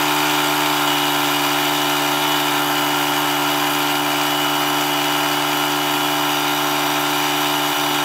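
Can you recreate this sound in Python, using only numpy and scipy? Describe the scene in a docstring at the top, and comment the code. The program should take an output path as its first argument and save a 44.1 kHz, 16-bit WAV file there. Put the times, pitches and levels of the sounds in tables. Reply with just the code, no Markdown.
"""A cordless tire inflator on a workshop bench, one microphone within earshot of pump and walls.
From the start its motor turns a crank through an 11-to-40 gear: the piston hums and knocks, the teeth
whine and rub, the rod rattles, air rushes and hisses through the valves twice a turn, and the lights
hum faintly. At 2.6 s the rubbing stops. As pressure builds, the speed settles, the hum softens and the
whine gains its octave. At 6.3 s the teeth rub again; at 7.7 s the low hum dips briefly."""
import sys
import numpy as np
from scipy import signal
from scipy.fft import rfft, irfft, next_fast_len
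from scipy.io import wavfile
from scipy.ndimage import map_coordinates

SR = 44100
rng = np.random.default_rng(int(sys.argv[2]) if len(sys.argv) > 2 else 0)


def wav_out(sig):
    """Save sig, one row per channel (or a flat mono array), as 16-bit PCM at SR to the path in sys.argv[1]."""
    wavfile.write(sys.argv[1], SR, np.round(np.clip(np.atleast_2d(sig).T, -1, 1) * 32767).astype(np.int16))


N = 354563

# crank speed, hunting at first and then settling: time_s, speed_hz
CRANK_SPEED = [(0.06, 74.28), (0.3, 74.88), (0.42, 73.8), (0.66, 74.6), (0.9, 73.44), (1.47, 72.97),
               (1.68, 73.8), (2.13, 73.09), (2.22, 74.25), (2.46, 73.59), (3.15, 73.26), (3.24, 74.2),
               (3.3, 73.25), (4.86, 73.62), (5.01, 73.23), (5.07, 73.65), (7.8, 73.75), (7.98, 73.54)]
# piston tones: crank_multiple, level_db (relative)
PISTON_TONES = [(1, -38.5), (2, -11), (3, -29), (4, -1.53), (5, -5.5), (6, -20), (8, -12), (9, -9),
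                (10, -10), (12, -1.9), (13, -8), (14, -9), (15, -12), (16, -18), (17, -21.5), (18, -10),
                (19, -8.5), (20, -16), (21, -14), (23, -36), (24, -17.5), (27, -25), (28, -17.5), (29, -28),
                (32, -29)]
# motor tones: motor_multiple, level_db
MOTOR_TONES = [(2, -59), (3, -30), (4, -40.5), (6, -42.5), (7, -46.5), (9, -65), (12, -44)]
# colour of the pumped air: frequency_hz, level_db (relative)
AIR_COLOUR = [(30, -55), (140, -27), (196, -29.5), (270, -10.5), (400, -11.5), (480, -24), (675, -4.5),
              (772, -9.5), (950, 0), (1160, -8), (1330, -4.5), (1480, -11), (1600, -5.5), (2300, -31)]
# tooth tone with the side tones of an uneven wheel: crank_multiple, level_db (relative)
TOOTH_TONES = [(38, -15), (39, -14.5), (40, 1), (41, -13), (45, -11), (47, -11.5)]
# tones around the tooth tone's octave: crank_multiple, level_db (relative)
OCTAVE_TONES = [(78, -22), (79, -5), (80, -10), (81, -16)]
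# rise and fall of the gear whine: time_s, gain_db
WHINE_GAIN = [(0, -35.5), (.46, -34), (.65, -38), (.9, -29), (1.3, -32.5), (1.83, -31), (2.12, -36),
              (2.35, -28.5), (2.52, -34), (2.8, -32.5), (4.05, -34.5), (4.38, -30.5), (4.95, -32),
              (5.17, -29.5), (5.5, -31), (6.3, -30.5), (6.9, -36), (7.4, -32)]
# colour of the sliding teeth: frequency_hz, level_db (relative)
RASP_COLOUR = [(3200, -46), (3550, 5), (3760, 8.5), (4000, -5), (4500, -26)]
# spells in which the teeth rub: start_s, end_s
RUB_SPELLS = [(-.3, 2.6), (6.27, 8.3)]
# colour of the rattling rod and gears: frequency_hz, level_db (relative)
CLATTER_COLOUR = [(1000, -34), (1750, -3.5), (1950, -4.5), (2400, 3.5), (2620, -2.5), (2900, 0), (3150, -2),
                  (3550, -9), (4150, -8.5), (4600, -10.5), (6200, -14.5), (7300, -9), (8400, -14),
                  (9800, -18.5), (12000, -45)]
# colour of the valve hiss: frequency_hz, level_db (relative)
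HISS_COLOUR = [(8500, -46), (10200, -18), (10620, -5), (10880, -4.5), (11300, -3), (12000, -1.5),
               (12450, 1.5), (12950, -13), (13550, -3), (14300, -3.5), (15100, -1.5), (15700, -9),
               (17000, -30)]
# narrow resonances of the housing and metal parts: pitch_hz, width_hz, lift_db
HOUSING_RINGS = [(1410, 120, 5), (3317, 48, 10), (3420, 40, 13), (4610, 75, 6.5), (4820, 110, 7.5),
                 (5090, 360, 3.5), (5894, 250, 7), (6580, 210, 4), (8440, 100, 7), (10940, 60, 6),
                 (11710, 69, 7.5), (14400, 120, 5)]
# reverberation of the workshop: frequency_hz, t60_s
SHOP_DECAY = [(200, 0.16), (2000, 0.35), (12000, 0.22)]

PINION_TEETH, WHEEL_TEETH, RATED_HZ = 11, 40, 73.6
FILL_S = 3.85  # time constant of the pressure rising in hose and tire
RECOVER_S = 0.77  # time constant with which the sound recovers after a rubbing spell


def amp(db):
    """Decibels to gain."""
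    return 10 ** (np.asarray(db) / 20)


def unit(x):
    """Scale to rms 1."""
    return x / np.sqrt(np.mean(x ** 2) + 1e-20)


def along(points, hz):
    """Read (frequency_hz, value) points on a log axis."""
    frequencies, values = np.transpose(points)
    return np.interp(np.log(hz + 1), np.log(frequencies + 1), values)


def curve(points):
    """Join (time_s, value) points into one value per sample."""
    return np.interp(np.arange(N) / SR, *np.transpose(points))


def wobble(rate_hz):
    """A smooth random curve with rate_hz knots a second."""
    coarse = np.arange(0, N + 64, 64)
    knots = rng.standard_normal(4096)
    smooth = map_coordinates(knots, [coarse * rate_hz / SR], mode="wrap")
    return np.interp(np.arange(N), coarse, smooth)


def spell(start_s, end_s, fade_s):
    """1 from start to end and 0 outside, with soft edges."""
    t = np.arange(N) / SR
    return np.clip(np.minimum(t - start_s, end_s - t) / fade_s + .5, 0, 1)


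def filtered(x, response):
    """Shape x by a gain that depends on frequency."""
    size = next_fast_len(N + SR // 2)
    return irfft(rfft(x, size) * response(np.fft.rfftfreq(size, 1 / SR)), size)[:N]


def housing(x, colour):
    """Give x a colour and the housing's resonances, at rms 1."""
    def lift_db(hz):
        return sum(db / (1 + (2 * (hz - pitch) / width) ** 2) for pitch, width, db in HOUSING_RINGS)
    return unit(filtered(x, lambda hz: amp(along(colour, hz) + lift_db(hz))))


def shop(x, wet_db):
    """The direct sound plus the room's diffuse answer, already built up around the running pump."""
    hz, t, spectrum = signal.stft(rng.standard_normal(SR // 3), SR, nperseg=256)
    decay = amp(-60 * t / along(SHOP_DECAY, hz)[:, None])
    tail = signal.istft(spectrum * decay, SR, nperseg=256)[1]
    return x + amp(wet_db) * irfft(rfft(x) * rfft(tail / np.linalg.norm(tail), N), N)


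def tones(turns, partials, drift_db, flutter_rad):
    """Sines on whole multiples of a shaft's speed; higher ones drift and flutter more."""
    out = np.zeros(N)
    for order, db in partials:
        phase = 2 * np.pi * (order * turns + rng.random())
        phase += flutter_rad * np.sqrt(order) * wobble(30)
        out += amp(db + drift_db * np.sqrt(order) * wobble(1.84)) * np.sqrt(2) * np.sin(phase)
    return out


def drive_hum(turns, piston_db):
    """The piston hums on multiples of the crank speed, the motor on those of its faster shaft."""
    piston = amp(piston_db) * tones(turns, PISTON_TONES, drift_db=0.08, flutter_rad=0.012)
    motor = tones(turns * WHEEL_TEETH / PINION_TEETH, MOTOR_TONES, drift_db=-0.04, flutter_rad=0.041)
    return piston + motor


def puffs(turns, stroke_db, valve_db, scatter_db):
    """Noise that swells once a turn with the stroke and twice with the valves, never twice alike."""
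    angle = 2 * np.pi * turns
    swell_db = stroke_db * np.cos(angle) + valve_db * np.cos(2 * angle) + scatter_db * wobble(150)
    return amp(swell_db) * rng.standard_normal(N)


def knocks(turns, sway, scatter_db=1, jitter_s=.00005, count=1400):
    """The piston knocks at each reversal, harder or softer with the motor's angle."""
    reversals = np.arange(1, count + 1) / 2
    timing, strength = rng.standard_normal((count, 2)).T
    at = np.interp(reversals, turns, np.arange(N), right=2 * N) + jitter_s * SR * timing
    motor_angle = 2 * np.pi * reversals * WHEEL_TEETH / PINION_TEETH
    force = (1 + sway * np.cos(motor_angle)) * amp(scatter_db * strength)
    force[::2] *= .35  # the intake stroke ends more softly
    return unit(np.bincount(np.clip(at, 0, N).astype(int), force, N + 1)[:N])


def pumped_air(turns, level_db):
    """Pumped air and piston knocks boom in the plastic case."""
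    rush = unit(puffs(turns, stroke_db=.8, valve_db=3.5, scatter_db=0.3))
    thumps = unit(shop(knocks(turns, sway=.7), wet_db=5))
    return amp(level_db) * housing(shop(rush, wet_db=-7.5) + 0.37 * thumps, AIR_COLOUR)


def nasal_ring(x, lift_db, pitch_hz=1440, width_hz=61):
    """The case's nasal ring swells and relaxes in one narrow band."""
    ring = filtered(x, lambda hz: np.exp(-((hz - pitch_hz) / width_hz) ** 2))
    return x + (amp(lift_db) - 1) * ring


def gear_teeth(turns, octave_db, rasp_db):
    """The teeth whine as they meet, harder on the compression stroke, and rasp as they slide."""
    bite_db = 3.8 * np.cos(2 * np.pi * turns) + .7 * wobble(90) + .3 * wobble(3.4)
    whine = amp(curve(WHINE_GAIN) + bite_db) * tones(turns, TOOTH_TONES, drift_db=0.13, flutter_rad=0.092)
    octave_gain = amp(octave_db + 1.4 * wobble(6.8))
    octave = octave_gain * tones(turns, OCTAVE_TONES, drift_db=0.13, flutter_rad=0.047)
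    slide = puffs(turns, stroke_db=-1.5, valve_db=-2.0, scatter_db=1.5)
    rasp = amp(rasp_db + 0.53 * wobble(6)) * housing(slide, RASP_COLOUR)
    return whine + octave + rasp


def rod_clatter(turns, level_db):
    """Rod and gears rattle with every turn, a little after the stroke."""
    rattle = unit(puffs(turns - .22, stroke_db=2.0, valve_db=1.8, scatter_db=1.5))
    ticks = unit(shop(knocks(turns, sway=0.26), wet_db=6))  # reach the microphone mostly by reflection
    return amp(level_db) * housing(shop(rattle, wet_db=-4.0) + 0.37 * ticks, CLATTER_COLOUR)


def valve_hiss(turns, level_db):
    """Air squeezes past the valve reeds twice a turn."""
    jet = puffs(turns - .1, stroke_db=0.5, valve_db=3.0, scatter_db=1.5)
    return amp(level_db + .25 * wobble(20)) * housing(shop(jet, wet_db=1), HISS_COLOUR)


def ceiling_lights(pitch_hz, level_db):
    """Mains hum from the lamps overhead."""
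    return amp(level_db) * np.sqrt(2) * np.sin(2 * np.pi * pitch_hz * np.arange(N) / SR)


def low_dip(x, start_s, length_s, gain_db, below_hz):
    """The low hum drops away for a moment."""
    low = filtered(x, lambda hz: 1 / (1 + (hz / below_hz) ** 4))
    return x + (amp(gain_db) - 1) * spell(start_s, start_s + length_s, fade_s=.012) * low


def scene():
    """At the bench: one crank angle times the whole pump, and rising pressure shifts the balance."""
    t = np.arange(N) / SR
    speed_hz = curve(CRANK_SPEED)
    turns = np.cumsum(speed_hz) / SR
    pressure = 1 - np.exp(-t / FILL_S)  # 0 with no back pressure, 1 when full
    rubbing = sum(spell(start, end, fade_s=.2) for start, end in RUB_SPELLS)
    # after a spell the air swells while rattle and octave soften, then all recover
    near_end = sum((t > start) * np.exp(-np.abs(t - end) / RECOVER_S) for start, end in RUB_SPELLS)
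    eased = (1 - rubbing) * near_end
    air_db = -25 - 0.96 * pressure + 2 * eased + 0.21 * wobble(3.08)
    hum = drive_hum(turns, piston_db=-26 - 1.5 * pressure)
    air = pumped_air(turns, air_db)
    body = nasal_ring(hum + air, lift_db=1 + 1.9 * (speed_hz - RATED_HZ) - 2 * pressure)
    gears = gear_teeth(turns, octave_db=-50.5 + 14 * pressure - 10 * eased, rasp_db=-37.5 + 4.5 * rubbing)
    clatter = rod_clatter(turns, level_db=-23.87 - 2.5 * pressure - 1.3 * eased)
    hiss = valve_hiss(turns, level_db=-32 - 1.5 * pressure)
    lights = ceiling_lights(pitch_hz=120, level_db=-54.5)
    mix = body + gears + clatter + hiss + lights
    return low_dip(mix, start_s=7.728, length_s=0.046, gain_db=-16, below_hz=330)[None]


def record(dry):
    """The mono microphone channel passes nothing above its band limit."""
    top_hz = 15740
    return np.array([filtered(channel, lambda hz: hz < top_hz) for channel in dry])


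dry = scene()
out = record(dry)
wav_out(out)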